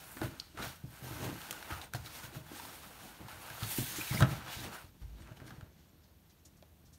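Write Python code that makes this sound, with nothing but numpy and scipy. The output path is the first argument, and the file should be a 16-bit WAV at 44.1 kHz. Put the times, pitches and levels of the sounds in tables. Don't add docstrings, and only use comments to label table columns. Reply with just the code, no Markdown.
import sys
import numpy as np
from scipy import signal
from scipy.fft import rfft, irfft, next_fast_len
from scipy.io import wavfile

SR = 44100
rng = np.random.default_rng(int(sys.argv[2]) if len(sys.argv) > 2 else 0)


def materialize(psi):
    bounded = np.clip(np.atleast_2d(psi).T, -1, 1)
    quanta = np.round(bounded * 32767).astype(np.int16)
    wavfile.write(sys.argv[1], SR, quanta)


N = 307818

# freq_hz, density_db (per Hz)
AIR_SPECTRUM = [(15, -61), (25, -38), (41, -3.5), (64, -1.5), (120, -10.5), (170, -6), (276, -19),
                (425, -22), (486, -23.5), (587, -22.5), (1980, -35), (4950, -42), (13100, -34),
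                (15800, -36)]
AIR_DB = -63.5
# centre_hz, width_hz (of each of two passes), level_db (rms)
HUM_BANDS = [(61.1, 4.9, -74.5), (81, 1.6, -68.5), (157, 2.6, -80.5), (341.3, 13, -84), (13100, 650, -80)]
# freq_hz, level_db (relative), t60_s
BOX_MODES = [(52, 2.5, 1), (80.9, 4.5, 0.92), (109.7, 1.5, 0.26), (128.4, 2.5, 0.27), (150.7, -2.5, 0.53),
             (189.4, 0.5, 0.079), (257.4, -1, 0.2), (308.4, 2, 0.42), (420, -17, 0.41), (508, -9.5, 0.15),
             (631.7, -2.5, 0.22), (733, -13.5, 0.016), (835, -12.5, 0.058), (912, -10.5, 0.044),
             (1032, -21, 0.053), (1330, 0.5, 0.016), (1458, -2, 0.034), (1560, -2.5, 0.038),
             (1703, -16, 0.062), (2300, -33, 0.04), (2780, -42, 0.075), (3250, -33, 0.048),
             (3780, -16, 0.052)]
LOW_MODES, WALL_MODES = BOX_MODES[:9], BOX_MODES[9:]
# freq_hz, density_db (per Hz)
SCRAPE_SPECTRUM = [(210, -18.5), (350, -8), (419, -6.5), (852, 3), (1200, -1.5), (1370, -8.5), (1850, -6),
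                   (3000, -5.5), (3900, -49), (6600, -120)]
FUR_SPECTRUM = [(1500, -2), (2500, -4), (3500, -2), (4700, -3.5), (5300, -5), (7000, -8), (9000, -21.5)]
SHEEN_SPECTRUM = [(5000, -53), (7000, -9.5), (9000, -0.5), (12000, 0), (14000, -1), (16000, -1.5)]
# time_s, scrape_db, fur_over_scrape_db, sheen_over_fur_db
LEANING = [(0.0, -58, -0.5, -0.5), (.13, -58.5, -4, 7.5), (.33, -58, -4.5, -2.5), (.53, -71.5, 3.5, -3.5),
           (.86, -69, -0.5, 0), (.95, -60, -1.5, 0), (1.4, -54.5, -4, -1), (1.84, -51.5, -6, -1),
           (1.915, -72, -3, -1), (1.95, -59, -0.5, -3), (2.43, -63, -4, 0), (2.56, -52, -1.5, -1.5),
           (2.66, -54, -1, 0.5), (2.87, -56.5, -2, -0.5), (3.26, -58, -5.5, -1), (3.57, -51.5, -3, -1.5),
           (3.67, -52, 4.5, 2), (3.75, -52.5, 4.5, 6), (3.97, -51.5, 5.5, -1.5), (4.2, -53, 7.5, 1),
           (4.26, -49, -12, 0.5), (4.42, -55.5, -8, -5), (4.7, -58.5, -11, -3), (4.82, -55, -7.5, 0.5),
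           (4.92, -79, 4.5, -4), (5.2, -69, -1.5, -6), (5.62, -68.5, -4, -4), (5.7, -80, 4, -13.5),
           (6.98, -82.5, 5.5, -2.5)]
# peak_s, length_s, scrape_db, fur_over_scrape_db, rocking_over_scrape_db
BOARD_STROKES = [(0.235, 0.11, -46.5, -7.5, 10), (0.588, 0.08, -47, -10, 5.5),
                 (0.642, 0.19, -47.5, -0.5, -0.5), (1.078, 0.21, -54.5, -0.5, 9),
                 (1.16, 0.36, -50, -6.5, -8), (1.248, 0.22, -47.5, -4, 7), (1.447, 0.45, -62, 5, -8),
                 (1.713, 0.092, -43, -9, -12), (1.952, 0.048, -51, 3.5, 2), (2.062, 0.09, -60, 8.5, 5.5),
                 (2.152, 0.24, -52.5, 0.5, -5), (2.238, 0.11, -52, -0.5, -4), (2.352, 0.11, -53, -4, 5),
                 (3.038, 0.16, -57.5, -1, 3), (3.208, 0.11, -59.5, -21, 8), (3.3, 0.1, -55.5, 0.5, -14),
                 (3.467, 0.2, -52, -7, -19), (3.624, 0.097, -50, -6, -1.5), (3.716, 0.071, -50, 5.5, -6),
                 (3.783, 0.14, -56, 10, 1), (4.08, 0.085, -62, 10, -1), (4.14, 0.11, -44.5, -20, 4),
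                 (4.226, .1, -38.5, -23, 5.5), (4.323, 0.19, -48, -1.5, -17), (4.476, 0.23, -49.5, -4, -26),
                 (4.532, 0.17, -55.5, 9.5, -14), (4.592, 0.19, -60, 6, 10), (4.642, 0.14, -48, -2.5, 4.5),
                 (4.682, 0.1, -61, -15, 13), (4.738, 0.13, -49.5, -3.5, -6), (5.022, 0.073, -65, -3, 2),
                 (5.207, 0.16, -69, 3, 9.5), (5.285, 0.15, -60.5, -22, 4), (5.371, 0.043, -70, 8, 17.5),
                 (5.406, .06, -60.5, -19, 9), (5.474, 0.092, -73.5, 14, 21.5), (5.517, 0.24, -62.5, -10, 8),
                 (5.79, 0.22, -80, 9.5, 6)]
STROKE_RISE, STROKE_EDGE_DB, STROKE_ROUND = 0.34, -17, 1.3
LEAN_ROCK_DB, REST_ROCK_DB = -6.5, -70.5
RATTLE_DB, RATTLE_T60_S = -24, 0.52
# start_s, peak_db, panel_hz (pitch of the loaded panel), panel_t60_s, hardness_db
WEIGHT_THUMPS = [(.167, -43, 271, .13, -11), (0.217, -25, 328.4, 0.15, -5.5), (.235, -26, 130, 0.1, -20),
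                 (.545, -48, 318, .15, -22), (0.668, -41, 130, 0.11, -25), (.839, -34.5, 140.5, 0.21, -32),
                 (1.022, -39.5, 155, 0.057, -20), (1.077, -47, 84.4, 0.16, -14),
                 (1.107, -37.5, 303, 0.13, -11), (1.161, -39.5, 80.7, 0.19, -18),
                 (1.194, -41.5, 293, .1, -13), (1.222, -33.5, 118, 0.075, -22),
                 (1.261, -30.5, 127, 0.08, -2), (1.705, -36.5, 328, 0.086, -4), (1.72, -34, 81, 0.16, -25),
                 (1.944, -32, 116, 0.19, -29), (1.999, -40.5, 91.5, 0.34, -25),
                 (2.24, -40.5, 101, .19, -15), (2.365, -35, 147.4, 0.24, -10), (2.516, -36.5, 348, .1, -9),
                 (3.248, -43, 109, 0.068, -21.5), (3.329, -46, 89, 0.31, -6), (3.506, -43, 138, 0.25, -17),
                 (3.625, -29, 108, 0.15, -30), (3.785, -23.5, 233, .07, -22), (3.79, -29, 118, .2, -24.5),
                 (3.985, -32, 323, 0.054, -3), (4.11, -26, 136.5, 0.3, -29), (4.146, -26, 161, .094, -7),
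                 (4.19, -28, 178, 0.37, -10), (4.208, -19, 142, .082, 1), (4.22, -11.5, 127, 0.1, -4.5),
                 (4.288, -31, 125, 0.4, -23), (4.328, -36.5, 111, 0.13, -15), (4.566, -40, 100, 0.2, -21),
                 (4.842, -44, 88.8, 0.14, -19), (5.016, -36, 61, 0.54, -29), (5.129, -42.5, 57, .13, -39),
                 (5.208, -42.5, 93.5, 0.2, -21), (5.313, -39.5, 122, 0.12, -7),
                 (5.417, -39.5, 95, 0.17, -11), (5.52, -42, 131, .088, -13), (5.581, -42, 143, 0.14, -11),
                 (5.627, -37.5, 91, 0.075, -11)]
LANDING_CYCLES = 0.45
# start_s, peak_db, centre_hz, t60_s, crack_db (share of bright crack)
CLAW_TICKS = [(0.17, -34.5, 1450, 0.12, -22), (0.2154, -26.5, 912, 0.057, -11),
              (0.399, -24, 4680, 0.04, -15), (.574, -36.5, 1510, 0.15, -20), (.625, -31, 1420, 0.2, -28),
              (1.4164, -34.5, 3540, .02, 10), (1.509, -23, 3250, 0.031, 14.5), (1.527, -32, 1200, 0.031, 6),
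              (1.6267, -31, 1530, 0.042, -16), (1.815, -33.5, 3700, 0.079, -18),
              (1.936, -26.5, 1530, 0.02, 4), (1.948, -29, 770, 0.026, -26), (2.061, -36, 3930, 0.055, -10),
              (2.598, -37, 912, 0.05, -20), (2.651, -36.5, 880, 0.05, -24), (3.284, -36, 866, 0.12, -15),
              (3.501, -35.5, 1500, 0.059, -17), (3.632, -29, 3260, 0.056, -24),
              (4.206, -20, 912, 0.074, -3), (4.224, -14.5, 1400, 0.089, -28), (4.48, -38, 1500, .08, -26),
              (5.221, -47, 1670, 0.038, -16), (5.274, -45, 1610, .04, -17), (5.323, -51, 1680, .035, -18),
              (5.372, -50, 710, .035, -18), (5.401, -44.5, 1470, .038, -20), (5.479, -43, 1710, 0.056, -11),
              (5.506, -41, 1450, 0.079, -24), (5.61, -44, 1280, .038, -24),
              (6.6252, -45.5, 596, 0.061, -24)]
# time_s, level_db, pitch_hz
EDGE_SQUEAK = [(3.959, -60, 2057), (3.989, -55, 2210), (4.04, -47, 2643), (4.07, -54, 2600),
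               (4.1, -58, 2250), (4.129, -55, 2080), (4.18, -47, 2160), (4.2, -64, 2200)]
# start_s, peak_db, centre_hz, length_s
PAW_BRUSHES = [(6.03, -61.5, 4400, 0.04), (6.294, -58.5, 4600, 0.029), (6.449, -48.5, 6500, 0.026),
               (6.565, -61.5, 6470, 0.027), (6.849, -59.5, 5130, 0.041), (6.927, -54.5, 5960, 0.034)]
ROOM_T60_S, ROOM_DB = 0.46, -15.5
# centre_hz, width_hz, gain_db
MIC_PORT = [(4940, 190, -6.5), (7550, 600, -3.5), (10550, 580, -5)]
MIC_LOW_HZ, CUTOFF_HZ = 50.7, 15720


def from_db(db):
    return 10 ** (np.asarray(db) / 20)


def rms_one(x):
    return x / np.sqrt(np.mean(x ** 2) + 1e-20)


def add(out, start_s, sound):
    at = round(start_s * SR)
    out[at:at + len(sound)] += sound[:N - at]


def colour(x, spectrum):
    size = next_fast_len(N)
    hz, db = np.transpose(spectrum)
    log_bins = np.log(np.fft.rfftfreq(size, 1 / SR) + 1)
    gain = from_db(np.interp(log_bins, np.log(hz), db, -90, -90))
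    return rms_one(irfft(rfft(x, size) * gain, size)[:N])


def resonance(x, hz, width_hz):
    r = np.exp(-np.pi * width_hz / SR)
    poles = [1, -2 * r * np.cos(2 * np.pi * hz / SR), r * r]
    return signal.lfilter([(1 - r * r) / 2, 0, (r * r - 1) / 2], poles, x)


def flutter(rate_hz, depth_db):
    r = np.exp(-2 * np.pi * rate_hz / SR)
    slow = signal.lfilter([1], [1, -2 * r, r * r], rng.standard_normal(N + SR))[SR:]
    return from_db(depth_db * rms_one(slow))


def grains(per_s, spread_db):
    sizes = from_db(spread_db * np.minimum(rng.exponential(1, N), 4))
    signs = rng.choice([-1, 1], N)
    return sizes * signs * (rng.random(N) < per_s / SR)


def background():
    noise = rng.standard_normal(N)
    hums = np.zeros(N)
    for hz, width_hz, db in HUM_BANDS:
        band = resonance(resonance(noise, hz, width_hz), hz, width_hz)
        hums += from_db(db) * rms_one(band)
    return from_db(AIR_DB) * colour(rng.standard_normal(N), AIR_SPECTRUM) + hums


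def efforts():
    t = np.arange(N) / SR
    time_s, *columns = np.transpose(LEANING)
    lean_db, furry_db, fine_db = [np.interp(t, time_s, c) for c in columns]
    power = from_db(np.array([lean_db + LEAN_ROCK_DB, lean_db, lean_db + furry_db])) ** 2
    power[0] += from_db(REST_ROCK_DB) ** 2
    for peak, length, db, fur_db, rock_db in BOARD_STROKES:
        near = slice(max(int((peak - 2 * length) * SR), 0), int((peak + 2 * length) * SR))
        before = (peak - t[near]) / STROKE_RISE
        after = (t[near] - peak) / (1 - STROKE_RISE)
        away = np.maximum(before, after) / length
        levels_db = db + np.array([[rock_db], [0], [fur_db]])
        power[:, near] += from_db(levels_db + STROKE_EDGE_DB * away ** STROKE_ROUND) ** 2
    for start_s, db, *rest in WEIGHT_THUMPS:
        rattle_db = db + RATTLE_DB - 60 * t[:SR // 2] / RATTLE_T60_S
        add(power[0], start_s, from_db(rattle_db) ** 2)
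    rock, scrape, fur = np.sqrt(power)
    return rock, scrape, fur, fur * from_db(fine_db)


def patches(x, low_hz, high_hz, count, width, depth_db):
    centres = np.geomspace(low_hz, high_hz, count)
    return rms_one(sum(flutter(13.0, depth_db) * resonance(x, hz, width * hz) for hz in centres))


def rubbing():
    rocking, scraping, furring, sheening = efforts()
    shoves = grains(400., 0.54) * flutter(8.9, 2.6)
    slips = grains(3000., 1.4) * flutter(32.0, 1.03)
    hairs = grains(10000., 2.1) * flutter(19.0, 0.72)
    low, walls = np.zeros(N), np.zeros(N)
    decay = np.log(1000) / np.pi
    for hz, db, t60 in LOW_MODES:
        low += from_db(db) * resonance(shoves, hz, 2.06 * decay / t60)
    for hz, db, t60 in WALL_MODES:
        walls += from_db(db) * resonance(slips * flutter(8.3, 4.3), hz, decay / t60)
    scrape = rms_one(colour(slips, SCRAPE_SPECTRUM) + .8 * rms_one(walls))
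    rasp = rms_one(hairs) + 0.2 * patches(hairs, 2010.0, 14100.0, count=16, width=0.057, depth_db=10.0)
    fur = furring * colour(rasp, FUR_SPECTRUM) + sheening * colour(rasp, SHEEN_SPECTRUM)
    return rocking * rms_one(low) + scraping * scrape + fur


def thumps(near_db=2.0, focus_db=11.5):
    out, t = np.zeros(N), np.arange(SR // 3)[:, None] / SR
    hz, mode_db, t60 = np.transpose(BOX_MODES)
    chance = rng.normal(0, 3.05, (len(WEIGHT_THUMPS), len(BOX_MODES)))
    for (start_s, db, panel_hz, panel_t60, hard_db), luck in zip(WEIGHT_THUMPS, chance):
        near = near_db - focus_db * np.abs(np.log2(hz / panel_hz))
        drive_db = np.where(hz > 450, np.maximum(near, hard_db), near)
        gains = from_db(mode_db + luck + drive_db)
        panel = from_db(-60 * t / panel_t60) * np.sin(2 * np.pi * panel_hz * t)
        others = from_db(-60 * t / np.minimum(t60, panel_t60)) * np.sin(2 * np.pi * hz * t)
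        swell = 1 - np.exp(-t[:, 0] * panel_hz / LANDING_CYCLES)
        low = panel[:, 0] + others @ (gains * (hz < 450))
        high = others @ (gains * (hz > 450))
        blow = swell * low + np.sqrt(swell) * high
        add(out, start_s, from_db(db) * blow / np.abs(blow).max())
    return out


def ticks(tail=0.62, width=0.19):
    out, t = np.zeros(N), np.arange(SR // 6) / SR
    draws = rng.standard_normal((len(CLAW_TICKS), SR // 6))
    for (start_s, db, centre_hz, t60, crack_db), noise in zip(CLAW_TICKS, draws):
        snap = noise * np.exp(-t / 0.0011) + (t == 0)
        rustle = noise * from_db(-60 * t / t60)
        walls = sum(rms_one(resonance(snap, hz, 1.8 / t60 * hz / 1000)) for hz, *rest in WALL_MODES)
        near = resonance(snap + tail * rustle, centre_hz, width * centre_hz)
        crack = resonance(snap + tail * rustle, 5300.0, 11000.)
        burst = rms_one(walls) * (centre_hz < 4500)
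        burst = burst + 2.5 * rms_one(near) + from_db(crack_db) * rms_one(crack)
        add(out, start_s, from_db(db) * burst / np.abs(burst).max())
    return out


def squeak(wobble_db=0.5):
    time_s, db, hz = np.transpose(EDGE_SQUEAK)
    t = np.arange(N) / SR
    pitch = np.interp(t, time_s, hz) * flutter(256.0, wobble_db)
    phase = 2 * np.pi * np.cumsum(pitch) / SR
    level = from_db(np.interp(t, time_s, db, -120, -120))
    return level * flutter(60., 6.0) * np.sin(phase)


def brushes(width=0.56):
    out, t = np.zeros(N), np.arange(SR // 8) / SR
    draws = rng.standard_normal((len(PAW_BRUSHES), SR // 8))
    for (start_s, db, centre_hz, length), noise in zip(PAW_BRUSHES, draws):
        puff = resonance(noise, centre_hz, width * centre_hz) * t * np.exp(-3 * t / length)
        add(out, start_s, from_db(db) * puff / np.abs(puff).max())
    return out


def room(x):
    t = np.arange(SR // 2) / SR
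    dull = signal.lfilter([.4], [1, -.6], rng.standard_normal(len(t)))
    tail = dull * from_db(-60 * t / ROOM_T60_S) * (t > .004)
    return signal.fftconvolve(x, tail / np.sqrt(np.sum(tail ** 2)))[:N]


def scene():
    blows = thumps() + ticks() + brushes()
    return (background() + rubbing() + blows + from_db(ROOM_DB) * room(blows) + squeak())[None]


def record(dry):
    dry = signal.sosfilt(signal.butter(2, MIC_LOW_HZ, "high", fs=SR, output="sos"), dry)
    for hz, width_hz, db in MIC_PORT:
        dry = dry + (from_db(db) - 1) * resonance(dry, hz, width_hz)
    return signal.sosfilt(signal.ellip(12, .5, 70, CUTOFF_HZ, fs=SR, output="sos"), dry)


dry = scene()
out = record(dry)
materialize(out)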